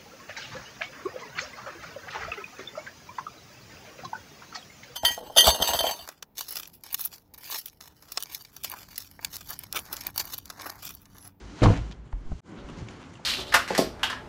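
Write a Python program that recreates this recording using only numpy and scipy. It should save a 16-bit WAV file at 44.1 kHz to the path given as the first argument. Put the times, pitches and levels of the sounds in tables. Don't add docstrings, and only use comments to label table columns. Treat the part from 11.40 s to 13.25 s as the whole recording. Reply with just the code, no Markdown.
import sys
import numpy as np
from scipy import signal
from scipy.fft import rfft, irfft
from scipy.io import wavfile

SR = 44100
rng = np.random.default_rng(int(sys.argv[2]) if len(sys.argv) > 2 else 0)


def level_to_linear(level):
    exponent = np.asarray(level, float) / 20
    return 10 ** exponent


def unload_wav(signal):
    wavfile.write(
        sys.argv[1],
        SR,
        np.round(np.clip(np.atleast_2d(signal).T, -1, 1) * 32767).astype(np.int16),
    )


N = 81585
TIME_S = np.arange(N) / SR


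def in_time(rows):
    s, *columns = np.transpose(rows)
    return [np.interp(TIME_S, s, column) for column in columns]


def rms_one(x):
    return x / np.sqrt(np.mean(x ** 2) + 1e-20)


def drift(rate):
    pole = np.exp(-80 * np.pi * rate / SR)
    noise = rng.standard_normal(N // 40 + 2002)
    slow = signal.lfilter([1], [1, -2 * pole, pole * pole], noise)[2000:]
    return np.interp(np.arange(N) / 40, np.arange(len(slow)), rms_one(slow))


def band_pass(x, low_hz, high_hz):
    return signal.sosfilt(signal.butter(2, [low_hz, high_hz], "band", fs=SR, output="sos"), x)


def progress(start_s, length_s):
    return np.clip((TIME_S - start_s) / length_s, 0, 1)


def coloured(sources, spectrum, patchy_db):
    hz_points, db_points = np.transpose(spectrum)
    out, together = 0, drift(25)
    edges = 25 * 2 ** np.arange(0, 9.6, .5)
    for k, (low, high) in enumerate(zip(edges, edges[1:])):
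        band = band_pass(sources[k % 2], low, high)
        log_centre = np.log(low * high) / 2
        level_db = np.interp(log_centre, np.log(hz_points), db_points, left=-60, right=-90)
        out = out + band * level_to_linear(level_db + patchy_db * (together + drift(12.0)))
    return rms_one(out)


def crumple(noise_share):
    grains_per_s, spread_db = 2700, 4.5
    sizes = level_to_linear(spread_db * np.minimum(rng.exponential(1, N), 5)) * rng.choice([-1, 1], N)
    grains = rms_one(sizes * (rng.random(N) < grains_per_s / SR))
    return grains + noise_share * rng.standard_normal((2, N))


# f/Hz, level per Hz/dB
HISS_SPECTRUM = [(710, -50), (1200, -2), (1580, -10), (1770, -20), (1890, -14.5), (6920, -7.5),
                 (11000, -18.5), (14300, -60), (22000, -120)]


def hiss():
    duck_s, recover_s, recover_length_s = .25, .78, 0.12
    held = (TIME_S > duck_s) * (1 - progress(recover_s, recover_length_s))
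    level_db = -65.5 - 7 * held
    return level_to_linear(level_db) * coloured(rng.standard_normal((2, N)), HISS_SPECTRUM, patchy_db=-2.6)


# f/Hz, level per Hz/dB
ROOM_SPECTRUM = [(47, -18), (80, -3.5), (86, -2.5), (211, -7.5), (328, -29), (381, -21.5), (3000, -39),
                 (3900, -97), (6600, -120)]


def room():
    return level_to_linear(-52.5) * coloured(rng.standard_normal((2, N)), ROOM_SPECTRUM, patchy_db=-0.3)


# t/s, level/dB, low drag level/dB, crispness/dB
HANDS_BEFORE_CHANGE = [
    (0, -57, -48.5, 10),
    (.15, -53, -54, 7),
    (.2, -47, -47, 6.5),
    (.5, -56, -49, 8),
    (.6, -63.5, -55, -4.5),
    (.8, -59, -55, -23),
    (.9, -60, -51, 5),
    (1.0, -63.5, -56.5, 12.5),
]
# t/s, level/dB, low drag level/dB, crispness/dB
HANDS_AFTER_CHANGE = [(1.009, -53.5, -45, -26), (1.15, -51.5, -48, -22), (1.184, -52.5, -44, -1),
                      (1.25, -51.5, -49.5, -5), (1.3, -52, -42.5, 3.5), (1.35, -51.5, -52.5, 0),
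                      (1.375, -50, -46.5, 0), (1.409, -48.5, -43, -0.5), (1.45, -56.5, -48.5, 4.5),
                      (1.498, -49, -45, -1), (1.57, -51.5, -51, -0.5), (1.63, -49.5, -50, -9),
                      (1.69, -54, -51, -6), (1.85, -55, -53, -12)]
# f/Hz, level per Hz/dB
CLOTH_SPECTRUM = [(290, -2), (500, -7), (565, -12), (923, -8.5), (1040, -1), (1130, -12), (1320, -9.5),
                  (6850, -29.5), (13000, -43)]
# f/Hz, level per Hz/dB
DRAG_SPECTRUM = [(15, -48), (25, -15), (184, 2), (243, -0.5), (316, -1), (467, -16.5), (530, -5),
                 (700, -14), (910, -47), (1540, -120)]


def hands():
    cloth_db, drag_db, crisp_db = in_time(list(HANDS_BEFORE_CHANGE) + list(HANDS_AFTER_CHANGE))
    crisp_hz = 4200
    x = coloured(crumple(2.1), CLOTH_SPECTRUM, patchy_db=0.42)
    dull = signal.lfilter(*signal.butter(2, crisp_hz, fs=SR), x)
    crisp = signal.lfilter(*signal.butter(2, crisp_hz, "high", fs=SR), x)
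    cloth = level_to_linear(cloth_db) * (dull - level_to_linear(crisp_db) * crisp)
    drag = level_to_linear(drag_db) * coloured(rng.standard_normal((2, N)), DRAG_SPECTRUM, patchy_db=0.5)
    return cloth + drag


# t/s, length/s, level/dB, f/Hz
SPRING_SWAYS = [(.01, 0.15, -41, 53), (0.023, 0.098, -48.5, 98.5), (.03, 0.15, -50, 204.6),
                (0.106, 0.089, -44.5, 303.7), (.222, 0.057, -13, 115), (0.274, 0.073, -16, 94),
                (0.299, 0.079, -30.5, 265.7), (0.334, 0.22, -29.5, 53.2), (0.344, 0.0587, -37, 292.3),
                (0.378, 0.059, -30.5, 112.6), (0.566, 0.12, -39, 55.4), (0.759, 0.034, -41, 93),
                (1.09, 0.095, -47, 298.4)]


def sways():
    out = 0
    wander = np.cumsum(1 + 0.031 * drift(15.3)) / SR
    for s, length, db, hz in SPRING_SWAYS:
        swell = np.sin(np.pi * progress(s, length) ** 0.59)
        out = out + level_to_linear(db) * swell * np.sin(2 * np.pi * hz * (wander - wander[int(s * SR)]))
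    return out


# t/s, level/dB
CLOTH_SLAP = [
    (0.19, -52.5),
    (0.204, -57.5),
    (0.236, -23.5),
    (0.248, -28),
    (0.316, -36.5),
    (0.336, -36.5),
    (0.486, -69.5),
    (0.512, -58.5),
    (0.56, -83),
]
# f/Hz, level per Hz/dB
SLAP_SPECTRUM = [(290, -44), (500, -5.5), (689, -4.5), (1330, -13), (5500, -29), (7170, -31), (14000, -43)]


def slap():
    before, after = (CLOTH_SLAP[0][0] - .02, -100), (CLOTH_SLAP[-1][0] + .03, -100)
    level_db, = in_time([before] + list(CLOTH_SLAP) + [after])
    lift_db = 3
    return level_to_linear(level_db + lift_db) * coloured(crumple(3.9), SLAP_SPECTRUM, patchy_db=1.14)


# t/s, ring level/dB, ring f/Hz, t60/s, snap level/dB
ZIP_TICKS = [(0.208, -34.5, 3440, 0.011, -55), (0.2343, -23, 2307, 0.026, -23),
             (0.237, -15, 4200, 0.008, -34.5), (.2625, -44, 2430, 0.03, -42), (.364, -53, 3700, 0.027, -41),
             (.374, -46, 3600, 0.018, -34), (0.5122, -42, 3580, 0.017, -41), (0.523, -42, 3010, 0.018, -58),
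             (0.9166, -35.5, 620, 0.043, -66), (1.163, -46, 3530, 0.0065, -62),
             (1.2878, -37, 2940, 0.013, -46), (1.298, -45, 2900, 0.034, -50.5),
             (1.4856, -30, 2200, 0.013, -38), (1.49, -47, 7040, .015, -60), (1.509, -48, 9900, 0.014, -67),
             (1.519, -59, 9800, 0.06, -72), (1.532, -59, 9900, 0.05, -70), (1.7395, -38, 2250, 0.0092, -49),
             (1.739, -47, 5880, 0.013, -60), (1.754, -42.5, 2800, 0.029, -53),
             (1.771, -56, 2640, 0.033, -52)]


def ticks():
    rise_s, roughness, wobble_hz = 0.00073, 0.73, 900
    out, t = np.zeros(N + SR), np.arange(SR // 8) / SR
    for s, db, hz, t60, snap_db in ZIP_TICKS:
        puff = rms_one(band_pass(rng.standard_normal(len(t)), 784, 4680))
        wobble = np.cumsum(rng.standard_normal(len(t))) * roughness * np.sqrt(60 / t60 / SR)
        wobble = signal.lfilter(*signal.butter(2, wobble_hz, fs=SR), wobble)
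        sound = level_to_linear(db) * np.sin(2 * np.pi * hz * t + wobble) + level_to_linear(snap_db) * puff
        envelope = level_to_linear(-60 * t / t60) * (1 - np.exp(-t / rise_s))
        start = int(s * SR)
        out[start:start + len(t)] += envelope * sound
    return out[:N]


def ring(clicks, hz, t60):
    r, w = level_to_linear(-60 / (t60 * SR)), 2 * np.pi * hz / SR
    return signal.lfilter([0, np.sin(w)], [1, -2 * r * np.cos(w), r * r], clicks + 1e-18)


# t/s, strength/dB, hardness f/Hz
BAG_CONTACTS = [(.2185, -20.5, 494), (.224, -19.5, 506), (.234, -14.5, 1500), (.245, -15, 390),
                (.258, -17.5, 890), (.266, -8, 970), (.285, -14.5, 740), (.302, -12.5, 393),
                (.33, -26.5, 490), (.345, -47, 388), (.363, -34, 910), (.39, -28, 304), (.408, -27.5, 280)]
# f/Hz, level/dB, t60/s
BODY_MODES = [(52.3, -17, 0.13), (106.3, -8, 0.17), (163.6, -13.5, 0.24), (219, -6, 0.088),
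              (310, -3, 0.046), (396, -13, 0.064), (439, -12, 0.059), (496, -7.5, 0.058), (566, -20, 0.036),
              (844, -13, 0.05), (1098, 3, 0.016)]


def landing():
    spread_db = 7 * rng.standard_normal((len(BAG_CONTACTS), len(BODY_MODES)))
    push = np.zeros((len(BAG_CONTACTS), N))
    for k, (s, db, hz) in enumerate(BAG_CONTACTS):
        pulse = np.hanning(int(SR / hz) + 3)
        start, sign = int(s * SR), (-1) ** (k + 1)
        push[k, start:start + len(pulse)] = level_to_linear(db) * pulse / pulse.sum() * sign
    out = np.zeros(N)
    for m, (hz, db, t60) in enumerate(BODY_MODES):
        out += ring(level_to_linear(db + spread_db[:, m]) @ push, hz, t60)
    return out


# t/s, length/s, level/dB, f/Hz, width/octaves
CLOTH_RUBS = [(.225, 0.15, -57.5, 11100, 0.65), (.219, .008, -29.5, 1800, 1.5),
              (.2325, 0.013, -31.5, 4650, 0.7), (.256, 0.018, -33, 1800, 1.8), (.32, 0.11, -46, 2080, 1.07),
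              (.41, 0.17, -47, 143, 0.81), (.508, 0.03, -53, 3450, 1.1), (.511, 0.012, -67, 8950, 1.0),
              (.914, 0.011, -46.5, 900, 0.86), (.862, 0.033, -59.5, 1030, 0.26),
              (1.06, 0.12, -49, 295, 0.26), (1.155, 0.075, -57, 2960, 0.73), (1.17, 0.044, -53, 1310, 0.43),
              (1.288, 0.036, -60, 3000, 1.17), (1.285, 0.037, -50, 1050, 0.48),
              (1.287, 0.008, -61, 8460, 0.89), (1.297, .012, -60, 8500, 0.73), (1.737, .008, -66, 8500, .6),
              (1.36, 0.07, -56.5, 3870, 1.5), (1.488, 0.047, -56.5, 3000, 2), (1.59, 0.096, -56.5, 2500, 1),
              (1.725, 0.047, -61.5, 2900, .7), (1.79, .02, -49, 780, .7)]


def rubs():
    out, grains = np.zeros(N), crumple(0.46)
    for k, (s, length, db, hz, octaves) in enumerate(CLOTH_RUBS):
        half = 2 ** (np.clip(octaves, .1, 2.5) / 2)
        band = band_pass(grains[k % 2], hz / half, hz * half)
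        swell = np.abs(np.sin(np.pi * progress(s, length) ** 0.78)) ** 1.6
        out += level_to_linear(db) * swell * rms_one(band)
    return out


# t/s, peak level/dB, f/Hz (negative starts with a pull), t60/s
LOW_BUMPS = [(.2197, -12.5, -300, 0.058), (0.2238, -14, 295.5, 0.0444), (0.7335, -17, -44, 0.086),
             (0.747, -29, 43, 0.43), (0.847, -21.5, 9, 0.21), (0.902, -26.5, 56, 0.081),
             (0.917, -19, 151, 0.023), (.921, -13, -39, 0.041), (0.931, -30.5, 169, 0.063),
             (0.952, -28, 60, 0.084), (1.09, -57, 89, 0.11), (1.18, -46, 51.5, 0.57),
             (1.322, -42, 44.5, 0.72), (1.569, -51, 106.5, 0.34), (1.244, -33.5, 52.5, 0.17),
             (1.374, -35.5, 175, 0.1), (1.409, -31.5, 107.5, 0.19), (1.423, -26, 109, 0.18)]


def bumps():
    out, rise_cycles = 0, 0.1
    for s, db, hz, t60 in LOW_BUMPS:
        t = np.maximum(TIME_S - s, 0)
        rise = 1 - np.exp(-t * abs(hz) / rise_cycles)
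        out = out + level_to_linear(db - 60 * t / t60) * rise * np.sin(2 * np.pi * hz * t)
    return out


def flick():
    start_s, length_s, level_db = .7245, 0.0088, -36
    end_hz, fall_hz, fall_s, roughness = 640, 3610, 0.00208, .2
    peaking, noise_share = 0.26, 0.14
    t = np.maximum(TIME_S - start_s, 0)
    pitch = (end_hz + fall_hz * np.exp(-t / fall_s)) * (1 + roughness * drift(390))
    phase = 2 * np.pi * np.cumsum(pitch * (t > 0)) / SR
    slips = np.sin(phase) - peaking * np.cos(2 * phase) + peaking ** 2 * np.sin(3 * phase) / 2
    grit = signal.lfilter(*signal.butter(2, 4680, fs=SR), rng.standard_normal(N))
    x = progress(start_s, length_s)
    return level_to_linear(level_db) * (np.sin(np.pi * x ** 2.03) * slips + noise_share * np.sin(np.pi * x) * grit)


def creak():
    start_s, length_s, centre_hz, level_db = 1.18, .19, 558, -51
    x = progress(start_s, length_s)
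    pitch = centre_hz * (1 + .04 * np.sin(np.pi * x) + .004 * drift(30))
    swell = np.sin(np.pi * x ** .6) * level_to_linear(level_db + 1.5 * drift(20))
    return swell * np.sin(2 * np.pi * np.cumsum(pitch) / SR)


def scene():
    background = hiss() + room()
    fabric = hands() + slap() + rubs() + flick() + creak()
    bag_and_bed = sways() + ticks() + landing() + bumps()
    return (background + fabric + bag_and_bed)[None]


def low_pass(x):
    return signal.sosfilt(signal.butter(12, 15210, fs=SR, output="sos"), x)


# f/Hz, level/dB
MICROPHONE_RESPONSE = [(5200, 0), (6800, 1.5), (7400, 0.5), (7800, -5.5), (11000, -9.5), (15000, -34)]


def record(dry):
    hz, db = np.transpose(MICROPHONE_RESPONSE)
    bins_hz = np.arange(N // 2 + 1) * SR / N
    response = level_to_linear(np.interp(np.log(bins_hz + 1), np.log(hz), db))
    x = irfft(rfft(dry) * response, N)
    limit = .46
    limited = limit * np.tanh(x / limit)
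    change_s, cut_s, fade_start_s, fade_s = 1.0055, .002, 1.012, 0.082
    fade_out = np.minimum((change_s - TIME_S) / cut_s, 1)
    fade_in = np.clip((TIME_S - fade_start_s) / fade_s, .005, 1) ** 1.8
    return low_pass(limited * np.where(TIME_S < change_s, fade_out, fade_in))


dry = scene()
out = record(dry)
unload_wav(out)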